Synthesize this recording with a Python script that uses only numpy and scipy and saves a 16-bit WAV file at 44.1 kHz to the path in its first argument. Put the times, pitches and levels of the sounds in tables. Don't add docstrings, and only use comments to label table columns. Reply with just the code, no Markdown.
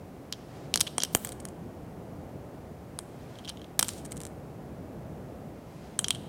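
import sys
import numpy as np
from scipy import signal
from scipy.fft import rfft, irfft, next_fast_len
from scipy.io import wavfile
from scipy.ndimage import uniform_filter1d

SR = 44100
rng = np.random.default_rng(int(sys.argv[2]) if len(sys.argv) > 2 else 0)


def pcm_store(signal):
    levels = np.round(np.clip(np.atleast_2d(signal), -1, 1) * 32767)
    wavfile.write(sys.argv[1], SR, levels.astype(np.int16).T)


N = 277036


def undb(db):
    return 10 ** (np.asarray(db) / 20)


def unit(x):
    return x / np.sqrt(np.sum(x ** 2))


def decay(t, t60):
    return np.exp(-np.log(1000) * t / t60)


def band(x, hz, width_hz):
    low_hz = max(hz - width_hz / 2, hz / 4)
    high_hz = min(hz + width_hz / 2, .45 * SR)
    return signal.sosfilt(signal.butter(2, [low_hz, high_hz], "band", fs=SR, output="sos"), x)


def walk(rate):
    hold = int(SR / rate)
    steps = np.repeat(rng.standard_normal(N // hold + 1), hold)
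    smooth = uniform_filter1d(uniform_filter1d(steps, hold), hold)
    return 1.3 * smooth[:N]


def ring(modes, size, spread_db=0.):
    hz, db, t60 = np.transpose(modes)[:, :, None]
    t = np.arange(size) / SR
    chance = rng.standard_normal((len(modes), 2))
    gain = undb(db + spread_db * chance[:, :1]) * decay(t, t60)
    struck_hz = hz * (1 + .01 * chance[:, 1:])
    return np.sum(gain * np.sin(2 * np.pi * struck_hz * t), axis=0)


def add(track, sound, s):
    start = int(s * SR)
    track[start:start + len(sound)] += sound[:len(track) - start]


def air():
    # f/Hz, relative level/dB per Hz
    colour_points = [(12, -59), (20, -31), (31, -16.5), (53, -9.5), (72, -2.5), (106, -3), (149, -1),
                     (353, -7.5), (728, -12), (910, -19), (1590, -27.5), (1830, -29.5), (2100, -30.5),
                     (3770, -39.5), (15600, -44)]
    level_db, hiss_top_hz, split_hz, waver_db = -43, 15850, 900, 1.44
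    size = next_fast_len(N)
    hz = np.maximum(np.arange(size // 2 + 1) * SR / size, 1)
    points_hz, points_db = np.transpose(colour_points)
    colour = undb(np.interp(np.log(hz), np.log(points_hz), points_db))
    colour /= 1 + (hz / hiss_top_hz) ** 200
    noise = rfft(rng.standard_normal(size)) * colour
    low = 1 / (1 + (hz / split_hz) ** 2)
    rumble = irfft(noise * low, size)[:N]
    hiss = irfft(noise * (1 - low), size)[:N]
    return unit(rumble * undb(waver_db * walk(3.59)) + hiss) * np.sqrt(N) * undb(level_db)


def swing():
    # time of fastest motion t/s, level/dB before the waver
    swings = [(.6, -60), (3.3, -62), (5.85, -62)]
    spread_s, tilt_hz, waver_db = 0.17, 2500, 1.3
    t = np.arange(N) / SR
    noise = band(rng.standard_normal(N), 2400, 16000)
    noise = signal.sosfilt(signal.butter(1, tilt_hz, fs=SR, output="sos"), noise)
    swell = sum(undb(db) * np.exp(-.5 * ((t - s) / spread_s) ** 2) for s, db in swings)
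    return unit(noise) * np.sqrt(N) * swell * undb(waver_db * walk(25))


def blows():
    # t/s, chatter/ms, then wall ring, glass, coin and coin edge energy/dB
    tap_rows = [(0.3252, 0.46, -28, -23.5, -35, -39), (0.3342, 0.37, -35.5, -38, -52, -63),
                (0.74, 1.3, -18, -16, -20.5, -28), (0.7581, 0.53, -62, -19, -18, -27),
                (0.7745, 0.19, -34, -22.5, -28, -43), (0.7974, 0.27, -43, -32, -34, -46),
                (0.8055, 0.42, -20, -24.5, -23, -21.5), (0.8102, 2.3, -24, -13.5, -13.5, -29),
                (0.8152, 0.9, -46, -25, -26, -38), (0.9816, 1.1, -25, -24, -16, -35),
                (1.0028, 0.75, -25.5, -25.5, -49, -49), (1.015, 2.6, -33, -39, -41, -62),
                (1.0212, 3.1, -32, -23, -40, -49), (1.0344, 1.7, -21.5, -17.5, -18, -26.5),
                (1.0486, 3.3, -33, -29, -36, -38), (1.1493, 1.08, -19.5, -20.5, -11.5, -16),
                (1.134, 3, -65, -52, -46, -48), (1.1583, 0.41, -55, -57, -39, -27),
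                (1.166, 2, -56, -46, -40, -36), (1.1725, 0.7, -51, -55, -43, -34),
                (1.248, 1.7, -36.5, -49, -25.5, -26.5), (2.9889, 0.58, -37, -33.5, -25.5, -55),
                (3.487, 2.7, -60, -33, -54, -59), (3.4936, 1.4, -48, -31, -31.5, -45),
                (3.7923, 3.6, -34, -15, -14.5, -14.5), (3.7962, 0.81, -26, -20, -18.5, -35),
                (3.8099, 0.36, -48, -32, -26, -38), (3.8274, 1.7, -23.5, -21.5, -14, -27),
                (3.8446, 1.7, -47, -37, -44, -35), (3.8836, 0.4, -37, -34, -24, -34),
                (3.8895, 2.2, -34.5, -28, -27.5, -42), (5.9906, 1.8, -23, -26, -13.5, -31),
                (6.0433, 0.96, -19, -19, -30, -43), (6.0832, 1.4, -28, -28.5, -21.5, -45),
                (6.1061, 1.4, -14, -23, -18, -32), (6.1481, 3, -31, -44, -35.5, -56),
                (6.2808, 0.54, -28, -18, -23.5, -43)]
    on_stopper_s = (.7583, .9816, 1.1494, 1.1663, 1.2482, 2.9892, 3.7923, 3.8093, 3.8275, 3.8446, 3.8895)
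    # t/s, chatter/ms, energy/dB before the part levels
    slide_ticks = [(0.8674, 2, -29.5), (0.8711, 3.2, -25), (0.8763, 3.8, -28), (0.9976, 1.5, -38),
                   (3.3553, 1.5, -46), (3.3868, 0.59, -40), (3.3924, 0.92, -44), (3.44, 1.1, -48),
                   (3.4476, 0.54, -36.5), (3.4538, 0.4, -37), (3.4614, 0.8, -44), (3.4763, 0.7, -34),
                   (3.4804, 1.7, -32.5), (3.4905, 2, -33), (3.498, 0.54, -29), (3.5005, 0.66, -35),
                   (3.5053, 0.9, -45), (3.5715, 2.8, -41.5), (3.5947, 2.0, -48), (3.6163, 0.35, -40),
                   (3.6434, 0.75, -42), (3.8481, 0.5, -36), (6.1557, 3.3, -37)]
    # t/s, chatter/ms, energy/dB before the part levels
    settle_ticks = [(1.2513, 0.63, -36), (1.2718, 1, -32.5), (1.291, 0.94, -32), (1.3204, 0.21, -35),
                    (1.3236, 0.96, -40), (1.3276, 1.3, -42), (1.4005, 6.2, -38), (1.4527, 0.24, -30.5),
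                    (1.4863, 0.32, -40.5), (3.9346, 0.72, -41), (3.979, 18.0, -41), (4.0484, 10, -38.5),
                    (4.0528, 1.5, -40), (4.0592, 5.6, -40), (4.109, 14, -42), (4.1196, 2.7, -30),
                    (4.1264, 0.8, -39), (4.159, 7.6, -47), (4.1686, 0.33, -38), (4.1729, 0.69, -46),
                    (4.1764, 0.36, -39.5), (4.2037, 0.33, -36), (4.2151, 0.24, -36), (4.2195, 0.33, -45),
                    (4.2344, 0.25, -36), (4.252, 0.39, -33.5), (4.2667, 0.25, -39), (4.2726, 0.24, -46)]
    # stopper, wall ring, glass, coin, coin edge level/dB
    slide_colour = (-14, -1, -10, -15, -23)
    settle_colour = (-10, -13.5, -8.5, -0.2, -13)
    stopper_share_db, on_stopper_db = -14, 7
    rows = []
    for s, chatter_ms, *parts_db in tap_rows:
        hits_stopper = min(abs(s - np.array(on_stopper_s))) < .003
        stopper_db = max(parts_db) + stopper_share_db + on_stopper_db * hits_stopper
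        rows.append((s, chatter_ms, stopper_db, *parts_db))
    for ticks, colour_db in ((slide_ticks, slide_colour), (settle_ticks, settle_colour)):
        for s, chatter_ms, db in ticks:
            rows.append((s, chatter_ms, *(db + np.array(colour_db))))
    return rows


def taps():
    # f/Hz, relative level/dB, 60 dB fading time/s
    stopper = [(1080, 15.5, 0.0022), (1730, 4, 0.012), (2440, 6, 0.014)]
    wall = [(3250, 3.5, 0.018), (3395, 1.6, 0.0061)]
    glass = [(4760, -2.3, 0.0011), (5850, 2.2, 0.01), (6600, 1.9, 0.012)]
    coin = [(8070, -17.5, 0.026), (9000, 10, 0.004), (9950, -4, 0.011)]
    edge = [(12600, -6, 0.011), (15500, 4, .005)]
    # low f/Hz, high f/Hz, 60 dB fading time/s, level/dB against clear modes
    crowds = [(790, 2360, 0.002, 8), (2990, 4240, 0.0082, 0), (3550, 6650, 0.01, 10.5),
              (6930, 10840, 0.007, -1), (10400, 14500, 0.00817, 26)]
    first_contact_db = 6
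    strike_spread_db = 2.5
    walls_ring_db = -12.0
    direct, spread = np.zeros(N), np.zeros(N)
    ms = np.arange(2048) * 1000 / SR
    click = (ms == 0) * 1.
    for s, chatter_ms, *parts_db in blows():
        hold = np.exp(-(ms / max(chatter_ms, .05)) ** 2)
        contacts = rng.standard_normal(len(ms)) * hold + undb(first_contact_db) * click
        parts = zip((stopper, wall, glass, coin, edge), crowds, parts_db)
        for modes, (low_hz, high_hz, t60, crowd_db), db in parts:
            part_band = signal.butter(3, [low_hz, high_hz], "band", fs=SR, output="sos")
            clear = signal.sosfilt(part_band, ring(modes, size=len(ms), spread_db=strike_spread_db))
            fading = rng.standard_normal(len(ms)) * decay(ms / 1000, t60)
            crowd = signal.sosfilt(part_band, contacts + fading)
            driven = signal.fftconvolve(contacts, clear)[:len(ms)]
            part = unit(driven) + undb(crowd_db) * unit(crowd)
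            gain = undb(db) * np.sqrt(SR / 1000)
            add(direct, unit(part) * gain, s)
            smooth = band(click, (low_hz + high_hz) / 2, 1.03 * (high_hz - low_hz))
            around = unit(smooth) + undb(walls_ring_db) * unit(clear)
            add(spread, unit(around) * gain, s)
    return direct, spread


def room():
    # delay t/ms, smear/ms, energy level/dB
    echoes = [(5.8, 0.53, -23), (8.2, 1.3, -22), (16, 7.5, -23.5), (20, 1.3, -33)]
    # f/Hz, 60 dB fading time/s, energy level/dB before its band filter
    tail_bands = [(600, 0.864, -36), (2010, 1, -18), (5040, 0.95, -25), (9050, 0.59, -20),
                  (14000, 0.37, -36.5)]
    onset_ms = 5.9
    t = np.arange(SR) / SR
    out = np.zeros(SR)
    for delay_ms, smear_ms, db in echoes:
        late = np.maximum(t * 1000 - delay_ms, 0) / smear_ms
        out += undb(db) * unit(rng.standard_normal(SR) * late * np.exp(-2 * late))
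    rise = 1 - np.exp(-t * 1000 / onset_ms)
    for hz, t60, db in tail_bands:
        tail = unit(rng.standard_normal(SR) * rise * decay(t, t60))
        out += undb(db) * band(tail, hz, hz)
    return out


def landings():
    # t/s, push level/dB before the bass cut, push length/ms
    heavy_blows = [(0.741, -23, 1.4), (0.758, -22, 0.75), (0.9822, -22.5, 1.9), (1.0349, -20.5, 0.88),
                   (1.1503, -13, 2.35), (3.7933, -22, 2.1), (3.8288, -25.5, 1.6)]
    # f/Hz, level/dB against the push, 60 dB fading time/s
    boom_modes = [(181, -17.5, 0.08), (723, -11, 0.025)]
    low_hz = 70.2
    out = np.zeros(N)
    ms = np.arange(4096) * 1000 / SR
    for s, db, push_ms in heavy_blows:
        push = np.sin(np.pi * np.minimum(ms / push_ms, 1)) ** 2
        add(out, undb(db) * (push - ring(boom_modes, size=len(ms))), s)
    return signal.sosfilt(signal.butter(1, low_hz, "high", fs=SR, output="sos"), out)


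def skids():
    # start t/s, hold after the rise/s, glass level/dB, coin edge level/dB
    skid_rows = [(1.112, 0.012, -54, -50), (1.16, 0.061, -62, -54), (1.212, 0.057, -56, -60),
                 (3.846, 0.02, -47, -62), (3.888, 0.08, -54, -66)]
    rise_s, fade_db_per_s = .025, 399.5
    grain_db, waver_db = 2, 1.6
    t = np.arange(N) / SR
    out = np.zeros(N)
    sizes_db = grain_db * rng.exponential(size=N) + waver_db * walk(200)
    grains = rng.standard_normal(N) * undb(sizes_db)
    glass = unit(band(grains, 7000, 8100)) * np.sqrt(N)
    edge = unit(band(grains, 13000, 9400)) * np.sqrt(N)
    for s, hold_s, glass_db, edge_db in skid_rows:
        rise = np.clip((t - s) / rise_s, 0, 1)
        fade = undb(-fade_db_per_s * np.maximum(t - s - rise_s - hold_s, 0))
        out += rise * fade * (glass * undb(glass_db) + edge * undb(edge_db))
    return out


def scene():
    direct, spread = taps()
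    boom = landings()
    echoed = signal.fftconvolve(spread + boom, room())[:N]
    return (direct + boom + echoed + skids() + swing() + air())[None]


def record(dry):
    bass_cut = signal.sosfilt(signal.butter(2, 30, "high", fs=SR, output="sos"), dry)
    top_hz = 16750
    return signal.sosfilt(signal.ellip(14, .3, 130, top_hz, fs=SR, output="sos"), bass_cut)


dry = scene()
out = record(dry)
pcm_store(out)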